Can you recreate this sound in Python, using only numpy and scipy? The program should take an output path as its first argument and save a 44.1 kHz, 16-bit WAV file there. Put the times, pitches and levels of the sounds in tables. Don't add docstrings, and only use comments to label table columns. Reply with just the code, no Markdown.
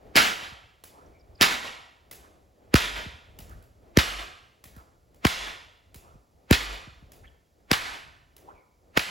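import sys
import numpy as np
from scipy import signal
from scipy.fft import rfft, irfft, next_fast_len
from scipy.io import wavfile
from scipy.ndimage import uniform_filter1d, minimum_filter1d

SR = 44100
rng = np.random.default_rng(int(sys.argv[2]) if len(sys.argv) > 2 else 0)


def unload_audio(sound):
    columns = np.transpose(np.atleast_2d(sound))
    steps = np.round(np.clip(columns, -1, 1) * 32767)
    wavfile.write(sys.argv[1], SR, steps.astype(np.int16))


N = 401310
TIME_S = np.arange(N) / SR
EVENT_S = np.arange(int(1.1 * SR)) / SR


def from_db(db):
    return 10 ** (np.asarray(db) / 20)


def unit_rms(x):
    return x / np.sqrt(np.mean(x ** 2) + 1e-20)


def at_hz(points, hz):
    f, value = np.transpose(points)
    return np.interp(np.log(np.maximum(hz, 1)), np.log(f), value)


def add(out, s, sound):
    start = max(round(s * SR), 0)
    out[:, start:start + sound.shape[-1]] += sound[..., :max(N - start, 0)]


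def bell(t, sigma_s):
    return np.exp(-np.minimum((t / sigma_s) ** 2, 100) / 2)


def random_curve(x):
    return np.interp(x, np.arange(512), rng.standard_normal(512))


# f/Hz, coherence
PORT_COHERENCE = [(50, .92), (200, .87), (500, .62), (1000, .4), (1500, .55), (2500, .965), (4000, .985),
                  (16000, .95)]

def diffuse_noise(spectrum, size, ripple_db=0, ripple_hz=80):
    hz = np.fft.rfftfreq(size, 1 / SR)
    mid, side = rfft(rng.standard_normal((2, size)))
    level_db = at_hz(spectrum, hz) + ripple_db * random_curve(hz / ripple_hz)
    coherence = np.clip(at_hz(PORT_COHERENCE, hz), 0, 1)
    ports = np.sqrt(1 + coherence) * mid + np.sqrt(1 - coherence) * side * [[1], [-1]]
    return unit_rms(irfft(ports * from_db(level_db), size))


def click(spectrum, size=2048):
    hz = np.fft.rfftfreq(size, 1 / SR)
    cepstrum = irfft(np.log(from_db(at_hz(spectrum, hz))))
    causal = 2 * cepstrum * (np.arange(size) < size // 2)
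    pulse = irfft(np.exp(rfft(causal) - cepstrum[0]))
    return pulse / np.abs(pulse).max()


def scatter(spectrum, decay_s, grain_db, build_s, size=16384):
    t = np.arange(size) / SR
    grains = from_db(grain_db * unit_rms(uniform_filter1d(rng.standard_normal(size), size=24)))
    envelope = np.exp(-t / decay_s) * (1 - np.exp(-t / build_s))
    return diffuse_noise(spectrum, size, ripple_db=3) * unit_rms(grains) * envelope


# f/Hz, level/dB
AMBIENCE = [(20, -3), (70, 11), (150, 3.5), (400, 1.5), (700, -1.5), (1100, -10), (3000, -17),
            (4700, -14.5), (7000, -16.5), (16000, -20)]

def ambience():
    return from_db(-68.5) * diffuse_noise(AMBIENCE, N)


# f/Hz, level/dB
ROD_WHOOSH = [(100, -13), (220, -5), (400, -2.5), (680, -3.5), (900, -12.5), (1500, -19.5), (3000, -29),
              (8000, -41.5)]
# f/Hz, level/dB
AIR_RUMBLE = [(20, -24), (45, -3), (70, -0.5), (110, -7.5), (170, -15.5), (300, -30), (1000, -54.5)]
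# t/s, sigma/s, whoosh/dB, relative rumble/dB
ROD_BACKSWINGS = [(1.05, .12, -56, -54.5), (2.268, 0.16, -59.5, -62.5), (3.484, .17, -57.5, -47.5),
                  (4.779, 0.15, -63.5, -62), (6.064, 0.12, -61, -56.5), (7.181, 0.12, -60, -54.5),
                  (8.49, 0.085, -56.5, -64)]

def rod_swings(lead_s=0.082, forward_sigma_s=0.062, wake_fade_s=0.24, lump_db=4, lumps_per_s=14):
    whoosh, rumble = 0, from_db(-71.5)
    for s, whoosh_db, *_ in WHIP_CRACKS:
        swing = from_db(whoosh_db) * bell(TIME_S - s + lead_s, forward_sigma_s)
        wake = from_db(-53.5) * (TIME_S > s) * np.exp(-np.abs(TIME_S - s) / wake_fade_s)
        whoosh += swing
        rumble += from_db(-3.5) * swing + wake
    for s, sigma_s, whoosh_db, rumble_db in ROD_BACKSWINGS:
        swing = bell(TIME_S - s, sigma_s)
        whoosh += from_db(whoosh_db) * swing
        rumble += from_db(rumble_db - 4.5) * swing
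    rumble *= from_db(lump_db * random_curve(TIME_S * lumps_per_s))
    return whoosh * diffuse_noise(ROD_WHOOSH, N) + rumble * diffuse_noise(AIR_RUMBLE, N)


# f/Hz, level/dB
TIP_RUSH = [(60, -8.5), (300, -4), (550, 0), (900, -1), (1400, 1), (2400, -2), (4000, -11.5), (6000, -19),
            (16000, -30.5)]

def tip_rush(peak_s, swell_s=0.0021, early_db=-23, early_s=0.009, fade_s=0.0039):
    before, after = np.maximum(peak_s - EVENT_S, 0), np.maximum(EVENT_S - peak_s, 0)
    swell = np.exp(-before / swell_s) + from_db(early_db) * np.exp(-before / early_s)
    return diffuse_noise(TIP_RUSH, len(EVENT_S)) * swell * np.exp(-after / fade_s)


# f/Hz, level/dB
SHOCK = [(150, -19), (600, -8.5), (1200, -2.5), (2200, 0.5), (3300, -4), (4700, -0.5), (6500, -12.5),
         (10000, -10.5), (16000, -15.5)]
# f/Hz, level/dB
ROOF_ECHO = [(60, -13.5), (250, -5.5), (550, -7.5), (900, -5.5), (1450, 2.5), (2300, -1.5), (3300, -3.5),
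             (4800, -8), (6500, -15), (11000, -18.5), (16000, -24)]
# f/Hz, level/dB
END_ECHO = [(100, -7), (400, -0.5), (900, 1.5), (1600, 2), (3500, -3), (6500, -16.5), (16000, -22.5)]
# f/Hz, level/dB
SNAP_REVERB = [(40, -10.5), (150, -10), (400, -9.5), (900, -2), (1450, 2), (2300, 0), (3300, -1),
               (4800, -6), (6500, -11), (11000, -13.5), (16000, -15.5)]
# f/Hz, level/dB
THUMP_REVERB = [(25, -12.5), (48, 3.5), (75, -6), (130, -16.5), (300, -16), (700, -19), (2000, -55)]
# t/s, whoosh/dB, rush/dB, snap/dB, thump/dB, side wall/dB,
# roof delay/s, roof/dB, roof decay/s, hall/dB
WHIP_CRACKS = [(0.1572, -52, -20.5, 0, -9.5, 2, .0136, -5.5, 0.06, -17),
               (1.412, -60, -16.5, 1, -8.5, 2, .014, -6.5, 0.036, -17),
               (2.7420, -59, -16.5, 1, 1.5, -20.5, .013, -9.5, 0.017, -17),
               (3.9730, -58, -14.5, 1.5, 1, -17, .014, -10.5, .024, -20),
               (5.2520, -63, -8.5, -4, -2, -15.5, .015, -15.5, 0.009, -20.5),
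               (6.511, -64, -13.5, 0.5, 2, -12, .0153, -10, .03, -22.5),
               (7.7153, -65.5, -12, 1, -6, -14, .015, -13, 0.024, -23),
               (8.9746, -64, -5.5, -4.5, -9, -15, .0186, -18.5, .02, -24)]

def cracks(rush_lead_s=0.1, far_wall_s=0.088, end_wall_s=0.21):
    out, shock = np.zeros((2, N)), click(SHOCK)
    for s, _, rush_db, snap_db, thump_db, side_db, roof_s, roof_db, roof_decay_s, hall_db in WHIP_CRACKS:
        add(out, s - rush_lead_s, from_db(rush_db) * tip_rush(rush_lead_s))
        add(out, s, from_db(snap_db + 1.5) * shock)
        burst = scatter(SHOCK, decay_s=0.00062, grain_db=1.5, build_s=0.0001)
        add(out, s - 0.0005, from_db(snap_db - 1) * burst)
        thump_decay_s = 0.011 * 2 ** (thump_db / 9)
        pulse = thump(thump_decay_s, drop_hz=490, end_hz=60.4, sweep_s=0.0038, rise_s=0.0008)
        add(out, s, from_db(thump_db) * pulse)

        add(out, s + 0.005, from_db(side_db + 0.5) * shock)
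        side_wall = scatter(SHOCK, decay_s=0.0096, grain_db=1.5, build_s=0.00025)
        add(out, s + 0.0061, from_db(side_db - 7.5) * side_wall)
        add(out, s + roof_s, from_db(roof_db + 12.5) * shock)
        panels = scatter(ROOF_ECHO, decay_s=0.0082, grain_db=3.5, build_s=0.00018)
        rafters = scatter(ROOF_ECHO, roof_decay_s, grain_db=1.5, build_s=0.0007)
        add(out, s + roof_s, from_db(roof_db - 1.5) * (panels + rafters))
        far_wall = scatter(ROOF_ECHO, decay_s=0.042, grain_db=2.5, build_s=0.011)
        add(out, s + far_wall_s, from_db(1.9 * roof_db - 4.5) * far_wall)
        end_wall = scatter(END_ECHO, decay_s=0.0464, grain_db=0.5, build_s=0.0079)
        add(out, s + end_wall_s, from_db(hall_db - 14.5) * end_wall)

        add(out, s + roof_s, from_db(hall_db) * reverb(SNAP_REVERB, build_s=0.013))
        add(out, s + roof_s, from_db(thump_db - 40) * reverb(THUMP_REVERB, build_s=0.04))
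        add(out, s, from_db(2.4 * thump_db - 39.5) * boom())
    return out


def thump(decay_s, drop_hz, end_hz, sweep_s, rise_s):
    hz = end_hz + drop_hz * np.exp(-EVENT_S / sweep_s)
    envelope = (1 - np.exp(-EVENT_S / rise_s)) * np.exp(-EVENT_S / decay_s)
    return np.sin(2 * np.pi * np.cumsum(hz) / SR) * envelope


# f/Hz, T60/s
REVERB_T60 = [(50, 0.73), (200, .8), (500, 0.87), (1500, 0.74), (3000, 0.74), (5000, 0.66), (9000, 0.6),
              (16000, 0.24)]

def reverb(spectrum, build_s):
    size = len(EVENT_S)
    noise = rfft(diffuse_noise(spectrum, size, ripple_db=2))
    hz = np.fft.rfftfreq(size, 1 / SR)
    centres_hz, t60s = np.transpose(REVERB_T60)
    out = 0
    for weights, t60_s in zip(np.eye(len(centres_hz)), t60s):
        band = at_hz(np.column_stack([centres_hz, weights]), hz)
        out += irfft(noise * band, size) * from_db(-60 * EVENT_S / t60_s)
    return out * (1 - np.exp(-EVENT_S / build_s))


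def boom(hz=48.6, peak_s=0.16, half_width_s=0.11):
    return np.sin(2 * np.pi * hz * EVENT_S) * np.exp(-((EVENT_S - peak_s) / half_width_s) ** 4)


# t/s, level/dB
LOW_THUDS = [(0.517, -39.5), (3.059, -28), (3.391, -37), (3.495, -44), (4.653, -42.5), (4.764, -35),
             (5.952, -37), (6.151, -42.5), (6.871, -34.5), (7.022, -39.5)]

def thuds():
    out = np.zeros((2, N))
    knock = thump(decay_s=0.023, drop_hz=388, end_hz=58.5, sweep_s=0.00704, rise_s=0.01)
    for s, db in LOW_THUDS:
        add(out, s, from_db(db) * knock)
    return out


# f/Hz, level/dB
SAND = [(100, 0), (400, 2.2), (1200, 1.3), (2200, 1.2), (4000, -1.9), (7000, -2.2), (12500, 0.95),
        (16000, -0.5)]
# t/s, relative level/dB
LASH_SLAPS = [(0.8395, -28.5), (2.1134, -24.5), (3.39, -28), (3.496, -41.5), (3.626, -43.5), (4.6414, -29),
              (4.765, -39.5), (5.146, -46), (5.9454, -30), (7.1205, -34), (8.3668, -36.5)]

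def slaps():
    out, tick = np.zeros((2, N)), click(SAND)
    for s, db in LASH_SLAPS:
        add(out, s, from_db(db + 2.5) * tick)
        impact = scatter(SAND, decay_s=0.0057, grain_db=2.5, build_s=0.00073)
        add(out, s - 0.002, from_db(db - 10) * impact)
        spray = scatter(SAND, decay_s=0.022, grain_db=1, build_s=0.001)
        add(out, s + 0.011, from_db(db - 18) * spray)
        add(out, s + 0.03, from_db(db - 25) * reverb(SAND, build_s=0.0021))
    return out


# t/s, sigma/s, f/Hz, glide/(octaves/s), half bandwidth/share of f, level/dB
LASH_SWISHES = [(0.98, .045, 1050, 5.5, .18, -56.5), (1.16, .02, 2300, -.5, .04, -67),
                (2.25, 0.019, 1300, 7.5, 0.24, -57), (3.516, 0.019, 1403, 5.5, 0.17, -54),
                (4.794, 0.031, 1146, -8.5, .25, -56.5), (6.08, .041, 1088, 3, 0.18, -58.5),
                (7.248, .01, 1580, 46, 0.35, -55), (7.281, 0.0068, 3130, -2.5, 0.057, -58.5),
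                (8.46, 0.012, 400, 19.5, 0.19, -56), (8.497, .016, 1013, 17, 0.15, -46.5),
                (8.584, 0.026, 2290, -3.5, 0.051, -66)]

def swishes(wet_db=-11, lead_s=0.25):
    out, t = np.zeros((2, N)), EVENT_S - lead_s
    for s, sigma_s, hz, octaves_per_s, width_share, db in LASH_SWISHES:
        pitch_hz = hz * 2 ** (octaves_per_s * np.clip(t, -2 * sigma_s, 2 * sigma_s))
        phase = 2 * np.pi * np.cumsum(pitch_hz) / SR
        lowpass = signal.butter(2, hz * width_share, fs=SR, output="sos")
        in_phase, quadrature = signal.sosfilt(lowpass, rng.standard_normal((2, len(t))))
        narrow_noise = unit_rms(in_phase * np.cos(phase) + quadrature * np.sin(phase))
        tone = from_db(db) * narrow_noise * bell(t, sigma_s)
        room = unit_rms(reverb(SAND, build_s=0.024)) / np.sqrt(len(t))
        add(out, s - lead_s, tone)
        add(out, s - lead_s, from_db(wet_db) * signal.fftconvolve(tone[None], room, axes=1))
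    return out


# t/s, f/Hz, level/dB
HIGH_PEEPS = [(1.064, 5700, -66), (1.2, 5400, -65), (1.213, 4750, -63), (1.357, 4940, -57),
              (1.38, 4700, -61)]

def peeps(sigma_s=0.0038, waver_share=0.046, lead_s=0.05):
    out, t = np.zeros((2, N)), EVENT_S - lead_s
    for s, hz, db in HIGH_PEEPS:
        waver = unit_rms(uniform_filter1d(rng.standard_normal(len(t)), size=64))
        phase = 2 * np.pi * np.cumsum(hz * (1 + waver_share * waver)) / SR
        add(out, s - lead_s, from_db(db) * np.sin(phase) * bell(t, sigma_s))
    return out


# f/Hz, left minus right/dB
PORT_BALANCE_DB = [(50, 0), (250, -0.8), (500, 1), (800, 4), (1350, -7), (2000, 0.2), (4000, -1.5),
                   (16000, 0.5)]
# f/Hz, left lead/rad
PORT_LEAD_RAD = [(0, 0), (130, .4), (450, .54), (800, 1.25), (1000, 2.2), (1400, 2.9), (1950, 6.2),
                 (7500, 6.2), (8700, 3.3), (9500, 3), (10400, .3), (11800, -.2), (12800, -3), (13600, -3.3),
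                 (14600, -6.2)]

def scene():
    mix = cracks() + slaps() + swishes() + thuds() + peeps() + rod_swings() + ambience()
    size = next_fast_len(N + SR)
    left, right = rfft(mix, size)
    hz = np.fft.rfftfreq(size, 1 / SR)
    lead_rad = np.interp(hz, *np.transpose(PORT_LEAD_RAD))
    lean = from_db(at_hz(PORT_BALANCE_DB, hz) / 2) * np.exp(1j * lead_rad / 2)
    return irfft([left * lean, right / lean], size)[:, :N]


def gain_control(x, threshold_db, depth_db, hold_s, release_db_per_s, attack_s):
    power = uniform_filter1d(np.mean(x ** 2, axis=0), size=220)
    level_db = 10 * np.log10(np.abs(power) + 1e-12)
    cut_db = np.clip(level_db - threshold_db, 0, depth_db)
    half_hold = int(hold_s * SR / 2)
    held_db = -minimum_filter1d(-cut_db, 2 * half_hold + 1, origin=half_hold, mode="constant")
    ramp_db = release_db_per_s * TIME_S
    released_db = np.maximum.accumulate(held_db + ramp_db) - ramp_db
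    pole = np.exp(-1 / (attack_s * SR))
    return x * from_db(-signal.lfilter([1 - pole], [1, -pole], released_db))


def record(dry):
    ceiling, cutoff_hz = 1.05, 15950
    ducked = gain_control(dry, threshold_db=-28, depth_db=5.5, hold_s=0.07,
                          release_db_per_s=134, attack_s=0.0065)
    lowpass = signal.ellip(10, 0.1, 80, cutoff_hz, fs=SR, output="sos")
    return signal.sosfilt(lowpass, ceiling * np.tanh(ducked / ceiling))


dry = scene()
out = record(dry)
unload_audio(out)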